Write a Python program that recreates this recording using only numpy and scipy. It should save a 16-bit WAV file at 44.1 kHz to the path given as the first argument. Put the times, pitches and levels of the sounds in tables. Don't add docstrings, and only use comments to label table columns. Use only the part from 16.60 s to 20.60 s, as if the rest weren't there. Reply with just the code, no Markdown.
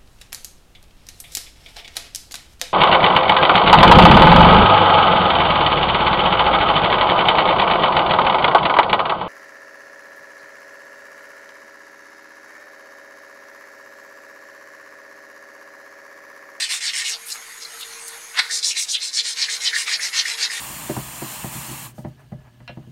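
import sys
import numpy as np
from scipy import signal
from scipy.fft import rfft, irfft, next_fast_len
from scipy.io import wavfile
from scipy.ndimage import map_coordinates

SR = 44100
rng = np.random.default_rng(int(sys.argv[2]) if len(sys.argv) > 2 else 0)


def wrap_up_sound(samples):
    columns = np.atleast_2d(samples).T
    tamed = np.clip(columns, -1, 1)
    steps = np.round(tamed * 32767).astype(np.int16)
    wavfile.write(sys.argv[1], SR, steps)


N = 176400


def amp(db):
    return 10 ** (np.asarray(db) / 20)


def unit(x):
    return x / np.sqrt(np.mean(x ** 2) + 1e-20)


def unit_spectra(gain):
    return gain / np.sqrt(np.mean(gain ** 2, axis=0) + 1e-20)


def db_at(points, hz):
    point_hz, point_db = np.transpose(points)
    return np.interp(np.log(hz + 1), np.log(point_hz + 1), point_db)


def curve(points):
    return np.interp(np.arange(N) / SR, *np.transpose(points))


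def wobble(per_s):
    return map_coordinates(rng.standard_normal(4096), [np.arange(N) * per_s / SR], order=2, mode="wrap")


def bell(x, width):
    return np.exp(-.5 * np.minimum((x / width) ** 2 / 2, 100))


def filtered(x, response):
    size = next_fast_len(N + SR // 4)
    return irfft(rfft(x, size) * response(np.fft.rfftfreq(size, 1 / SR)), size)[:N]


def moving_filter(x, power):
    hz, t, spectra = signal.stft(x, SR, nperseg=256)
    return signal.istft(spectra * np.sqrt(power(hz[:, None] + 1, t)), SR, nperseg=256)[1][:N]


def noise(spectrum):
    return unit(filtered(rng.standard_normal(N), lambda hz: amp(db_at(spectrum, hz))))


def ringing(peaks, hz):
    return 1 + sum((amp(db) - 1) * 1j * hz * width / (centre ** 2 - hz ** 2 + 1j * hz * width)
                   for centre, width, db in peaks)


def impacts(per_s, spread_db, chatter_db):
    hits = (rng.random(N) < per_s / SR) * rng.choice([-1, 1], N)
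    size_db = spread_db * np.minimum(rng.exponential(size=N), 5)
    return unit(hits * amp(size_db + chatter_db * wobble(per_s=420)))


def patchy(x, depth_db):
    patch_hz, patches_per_s = 119.87, 28
    spectra = signal.stft(x, SR, nperseg=768)[2]
    rows = np.linspace(0, SR / 2 / patch_hz, len(spectra))
    columns = np.linspace(0, N / SR * patches_per_s, spectra.shape[1])
    grid = np.meshgrid(rows, columns, indexing="ij")
    patches = unit(map_coordinates(rng.standard_normal((400, 400)), grid, order=1, mode="wrap"))
    return unit(signal.istft(spectra * amp(depth_db * patches), SR, nperseg=768)[1][:N])


def rumble():
    # (frequency [Hz], relative level [dB])
    spectrum = [(25, -22), (55, -19), (120, -5), (200, -1.5), (330, 3.5), (600, 1), (1500, -19)]
    return amp(-66) * noise(spectrum)


def hollow_note():
    # (time [s], relative level [dB])
    swells = [(0, -63), (.42, -65), (.5, -57.5), (.65, -54), (.72, -62), (1.0, -59), (1.35, -53),
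              (1.55, -52), (1.62, -63), (1.75, -58), (2.05, -56), (2.15, -67), (2.45, -64), (2.9, -57.5),
              (3.2, -58.5), (3.6, -64.5), (3.75, -51), (4, -61)]
    pitch_hz = 460.6 + 6 * wobble(per_s=70)
    flutter_db = 3.9 * wobble(per_s=45)
    tone = np.sin(2 * np.pi * np.cumsum(pitch_hz) / SR)
    return amp(curve(swells) - 2.5) * unit(tone * amp(flutter_db))


def bubbles():
    per_s, typical_hz, pitch_spread, decay_cycles = 700, 1734, 0.2933, 10.6
    when, size, a, b = rng.random((int(per_s * N / SR), 4)).T[:, :, None]
    scatter = np.sqrt(-2 * np.log(1 - a)) * np.cos(2 * np.pi * b)
    hz = typical_hz * np.exp(pitch_spread * scatter)
    size_db = np.minimum(-np.log(1 - size), 4)
    samples = np.arange(SR // 50)
    cycles = hz * samples / SR
    age = cycles / decay_cycles
    rings = amp(size_db) * np.exp(-age) * np.sin(2 * np.pi * cycles * (1 + 0.046 * age))
    positions = (when * N).astype(int) + samples
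    return unit(np.bincount(positions.ravel(), rings.ravel(), N)[:N])


def running_tap():
    # (frequency [Hz], relative level [dB])
    spectrum = [(30, -28), (200, -18.5), (400, -8.5), (650, -6), (850, -1.5), (1200, -2), (1700, 1.5),
                (2200, 4), (2600, -4), (3300, -3.5), (4400, -0.5), (5500, -4), (7500, -7), (8800, -3),
                (11300, -4), (12200, -10.5), (15500, -20.5)]
    # (frequency [Hz], width [Hz], lift [dB])
    jet_bands = [(4140, 340, 0), (6450, 77, 14), (6770, 110, 14), (10020, 120, 6), (11290, 145, 5)]
    # (time [s], level [dB])
    swells = [(0, -47), (.6, -41), (.8, -40), (1.3, -38.5), (1.7, -40), (1.9, -41.5), (2.1, -43.5),
              (2.6, -47.5), (2.85, -40.5), (4, -37.5)]
    drops = patchy(impacts(per_s=12000, spread_db=2.5, chatter_db=0.3), depth_db=3.5)
    spray = unit(filtered(drops, lambda hz: amp(db_at(spectrum, hz)) * ringing(jet_bands, hz)))
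    level_db = curve(swells) + 0.76 * wobble(per_s=18)
    return amp(level_db) * (spray + amp(-10) * bubbles())


def scuff(at_s, envelope, centre_hz, octaves, grains):
    out, half = np.zeros(N + SR), SR // 8
    middle = round(at_s * SR)
    offsets = np.arange(-half, half)
    hz = np.fft.rfftfreq(2 * half, 1 / SR) + 1
    nearby = np.take(grains, middle + offsets, mode="wrap")
    band = unit(irfft(rfft(nearby) * bell(np.log2(hz / centre_hz), octaves)))
    out[middle - half:middle + half] = band * envelope(offsets / SR)
    return out[:N]


def paper_handling():
    # (time [s], decay [s], relative level [dB], pitch [Hz])
    catches = [(.718, 0.01, -21, 4600), (.720, .011, -26.5, 6960), (1.897, 0.019, -29, 1800),
               (2.041, 0.0097, -16, 5130), (2.104, 0.024, -23.5, 2660), (2.164, 0.037, -27, 2300),
               (2.342, .02, -16, 3400), (2.413, .015, -27, 2450), (2.594, 0.0072, -14.5, 3660),
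               (2.883, 0.017, -22, 1920), (3.128, 0.02, -17, 1850), (3.15, 0.0097, -25, 4870),
               (3.161, 0.01, -23, 1750), (3.273, 0.015, -22, 2540), (3.278, .012, -29.5, 1270),
               (3.331, .014, -15.5, 4500), (3.393, 0.01, -18.5, 1860), (3.653, 0.013, -14.5, 1880),
               (3.897, 0.011, -24, 1920)]
    # (time [s], width [s], relative level [dB], pitch [Hz], band width [octaves])
    rustles = [(0.541, 0.01, -28, 4000, 0.22), (0.68, .010, -33, 10000, 0.21),
               (0.699, 0.013, -35, 4500, 0.52), (0.736, 0.014, -35, 7400, 0.4),
               (0.763, 0.017, -40.5, 1560, 0.68), (1.033, 0.01, -35, 5200, 0.3),
               (1.055, .003, -33.5, 4230, 0.068), (1.208, 0.0069, -35, 9000, 0.36),
               (1.228, 0.0094, -32.5, 3550, 0.19), (1.34, 0.018, -43.5, 6150, 0.088),
               (1.443, 0.021, -37, 8600, 0.066), (1.484, .004, -31, 7750, 0.39),
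               (1.759, 0.0082, -32, 1940, 0.53), (1.776, 0.0017, -21, 2300, 0.35)]
    catch_rise_s, catch_octaves = .0015, 0.12
    slips = impacts(per_s=5000, spread_db=1.5, chatter_db=4)
    crackle = patchy(impacts(per_s=1800, spread_db=0.5, chatter_db=1.5), depth_db=1.5)

    def snag(t, decay_s):
        age = np.maximum(t, 0)
        return (1 - np.exp(-age / catch_rise_s)) * np.exp(-age / decay_s)
    catching = sum(amp(db) * scuff(at_s, lambda t: snag(t, decay_s), hz, catch_octaves, slips)
                   for at_s, decay_s, db, hz in catches)
    rustling = sum(amp(db) * scuff(at_s, lambda t: bell(t, width_s), hz, octaves, crackle)
                   for at_s, width_s, db, hz, octaves in rustles)
    return catching + rustling


def slap():
    # (frequency [Hz], relative level [dB])
    spectrum = [(200, -55), (450, -33), (620, -26.5), (800, -13.5), (1150, -7.5), (1500, -5), (2100, -0.5),
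                (2800, -12.5), (3700, -1.5), (5200, -8.5), (6700, -23), (8500, -17.5), (11000, -33),
                (15000, -54)]
    lands_s, rise_s, smack_decay_s, splash_decay_s = 1.7935, 0.007, 0.0073, 0.076
    t = np.arange(N) / SR - lands_s
    rise, age = np.exp(np.minimum(t, 0) / rise_s), np.maximum(t, 0)
    smack = amp(-9) * np.exp(-age / smack_decay_s)
    splash = amp(-27.5) * np.exp(-age / splash_decay_s)
    return rise * (smack + splash) * noise(spectrum)


def sanding():
    # (start [s], length [s], hiss [dB],
    # brightness [dB/octave], lower edge [Hz], ring [dB], point of hardest press [0-1],
    # rasp [dB], rasp pitch [Hz])
    strokes = [ (-.035, 0.12, -26.5, 2, 2600, -28, 0.6, -22.5, 3740),
               (0.089, 0.11, -25.5, 7.5, 2600, -28, 0.3, -22.5, 3900),
               (0.204, 0.12, -26, -0.5, 2680, -30.5, 0.68, -19.5, 3980),
               (0.331, 0.11, -24, 3, 2600, -28, 0.75, -24, 3370),
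               (0.442, 0.11, -25, 3, 2660, -35.5, 0.25, -23.5, 3200),
               (1.902, 0.11, -21.5, -1, 3900, -43, .35, -27, 5100),
               (2.027, 0.11, -19, -2, 3580, -46, 0.3, -32, 4900),
               (2.166, 0.092, -20.5, 4.5, 3700, -42, 0.16, -23.5, 4170),
               (2.283, 0.089, -22, -1.5, 3650, -60, 0.86, -22.5, 3240),
               (2.413, 0.099, -26, -1, 3560, -44, 0.14, -28, 4070),
               (2.53, 0.092, -22, -5, 4260, -40.5, 0.72, -19.5, 4070),
               (2.639, 0.11, -24, -3, 3700, -36.5, 0.19, -27, 4360),
               (2.76, 0.12, -25.5, -6.5, 3460, -30.5, 0.6, -18, 4200),
               (2.888, .097, -23, -3.5, 3570, -33, 0.3, -41, 4400),
               (3.003, 0.12, -25.5, -4, 3540, -32.5, 0.6, -17.5, 3970),
               (3.144, 0.11, -24.5, 5, 3400, -29, 0.12, -26, 4270),
               (3.265, 0.11, -25.5, -3.5, 3160, -26, 0.69, -19.5, 4750),
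               (3.403, 0.1, -24.5, -1, 3240, -31, 0.4, -28, 4500),
               (3.529, 0.11, -24, -4.5, 3140, -25, 0.6, -17, 4430),
               (3.646, 0.12, -26, -4, 3430, -28.5, .55, -42, 4600),
               (3.775, 0.11, -27, -5, 3300, -26, 0.61, -19, 4870),
               (3.902, 0.12, -30, 6, 3300, -29.5, 0.16, -33.5, 4500)]
    # (frequency [Hz], relative level [dB])
    hiss_spectrum = [(1000, 8), (3000, -5.5), (5500, 3), (7000, 0.5), (9000, -1), (10500, -14),
                     (13000, -23.5), (16000, -34)]
    # (frequency [Hz], relative level [dB])
    piece_spectrum = [(300, -49), (600, -24), (1000, -13), (1400, -16.5), (1850, 1.5), (2200, -0.5),
                      (2700, -2.5), (4000, -4.5), (9000, -41)]
    edge_db_per_octave, dulling_db_per_octave = 32, 15.5
    press_s, rasp_octaves, glide_octaves_per_s = 0.012, 0.25, -11
    skew = 0.89

    def power(hz, t):
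        total = np.zeros((len(hz), len(t)))
        piece = unit_spectra(amp(db_at(piece_spectrum, hz)))
        for start, length, hiss_db, brightness, edge_hz, ring_db, press_at, rasp_db, rasp_hz in strokes:
            active = (t > start - .02) & (t < start + length + .02)
            progress = np.clip((t[active] - start) / length, 0, 1)
            speed = np.maximum(np.sin(np.pi * progress ** skew), 1e-6) ** 0.39
            octaves = np.log2(hz / edge_hz)
            tilt_db = (brightness - dulling_db_per_octave * (1 - speed)) * octaves
            low_cut_db = edge_db_per_octave * np.minimum(octaves, 0)
            hiss = unit_spectra(amp(db_at(hiss_spectrum, hz) + tilt_db + low_cut_db))
            rubbing = speed ** 2 * ((amp(hiss_db) * hiss) ** 2 + (amp(ring_db) * piece) ** 2)

            since_press = t[active] - start - press_at * length
            press = amp(rasp_db) * bell(since_press, press_s)
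            glide = glide_octaves_per_s * since_press
            rasp = unit_spectra(bell(np.log2(hz / rasp_hz) - glide, rasp_octaves))
            pressing = press ** 2 * (rasp ** 2 + (amp(-12) * piece) ** 2)
            ease = amp(-5.5 * progress ** 5)
            total[:, active] += ease ** 2 * (rubbing + pressing)
        return total
    grit = patchy(impacts(per_s=17000, spread_db=3, chatter_db=0.77), depth_db=3)
    return moving_filter(grit, power)


def tub_echo(x):
    fade_s = 0.34
    t = np.arange(SR // 3) / SR
    tail = rng.standard_normal(len(t)) * amp(-60 * t / fade_s)
    return amp(-17.5) * signal.fftconvolve(x, tail / np.linalg.norm(tail))[:N]


def scene():
    # (frequency [Hz], width [Hz], lift [dB])
    hollows = [(1455, 76, 6.5), (1840, 68, 4.5), (2163, 112, 4.5), (2800, 68, 2), (3150, 40, -3),
               (3390, 13, -8.5), (3570, 40, 1.5), (4040, 24, 8), (4300, 41, 3), (4170, 120, 1.5),
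               (4640, 65, 2.5), (4990, 85, 3.5), (5500, 180, 1.5)]
    hands = amp(-1.5) * filtered(sanding() + paper_handling() + slap(), lambda hz: ringing(hollows, hz))
    return (hands + tub_echo(hands) + running_tap() + hollow_note() + rumble())[None]


def record(dry):
    gap_s, early, late, top_hz = .017415, 0.24, 0.11, 15830

    def doubling(hz):
        shift = np.exp(2j * np.pi * hz * gap_s)
        return (1 + early * shift + late / shift) / np.sqrt(1 + early ** 2 + late ** 2)
    mono = filtered(dry[0], lambda hz: doubling(hz) * (hz < top_hz))
    return np.tile(mono, (2, 1))


dry = scene()
out = record(dry)
wrap_up_sound(out)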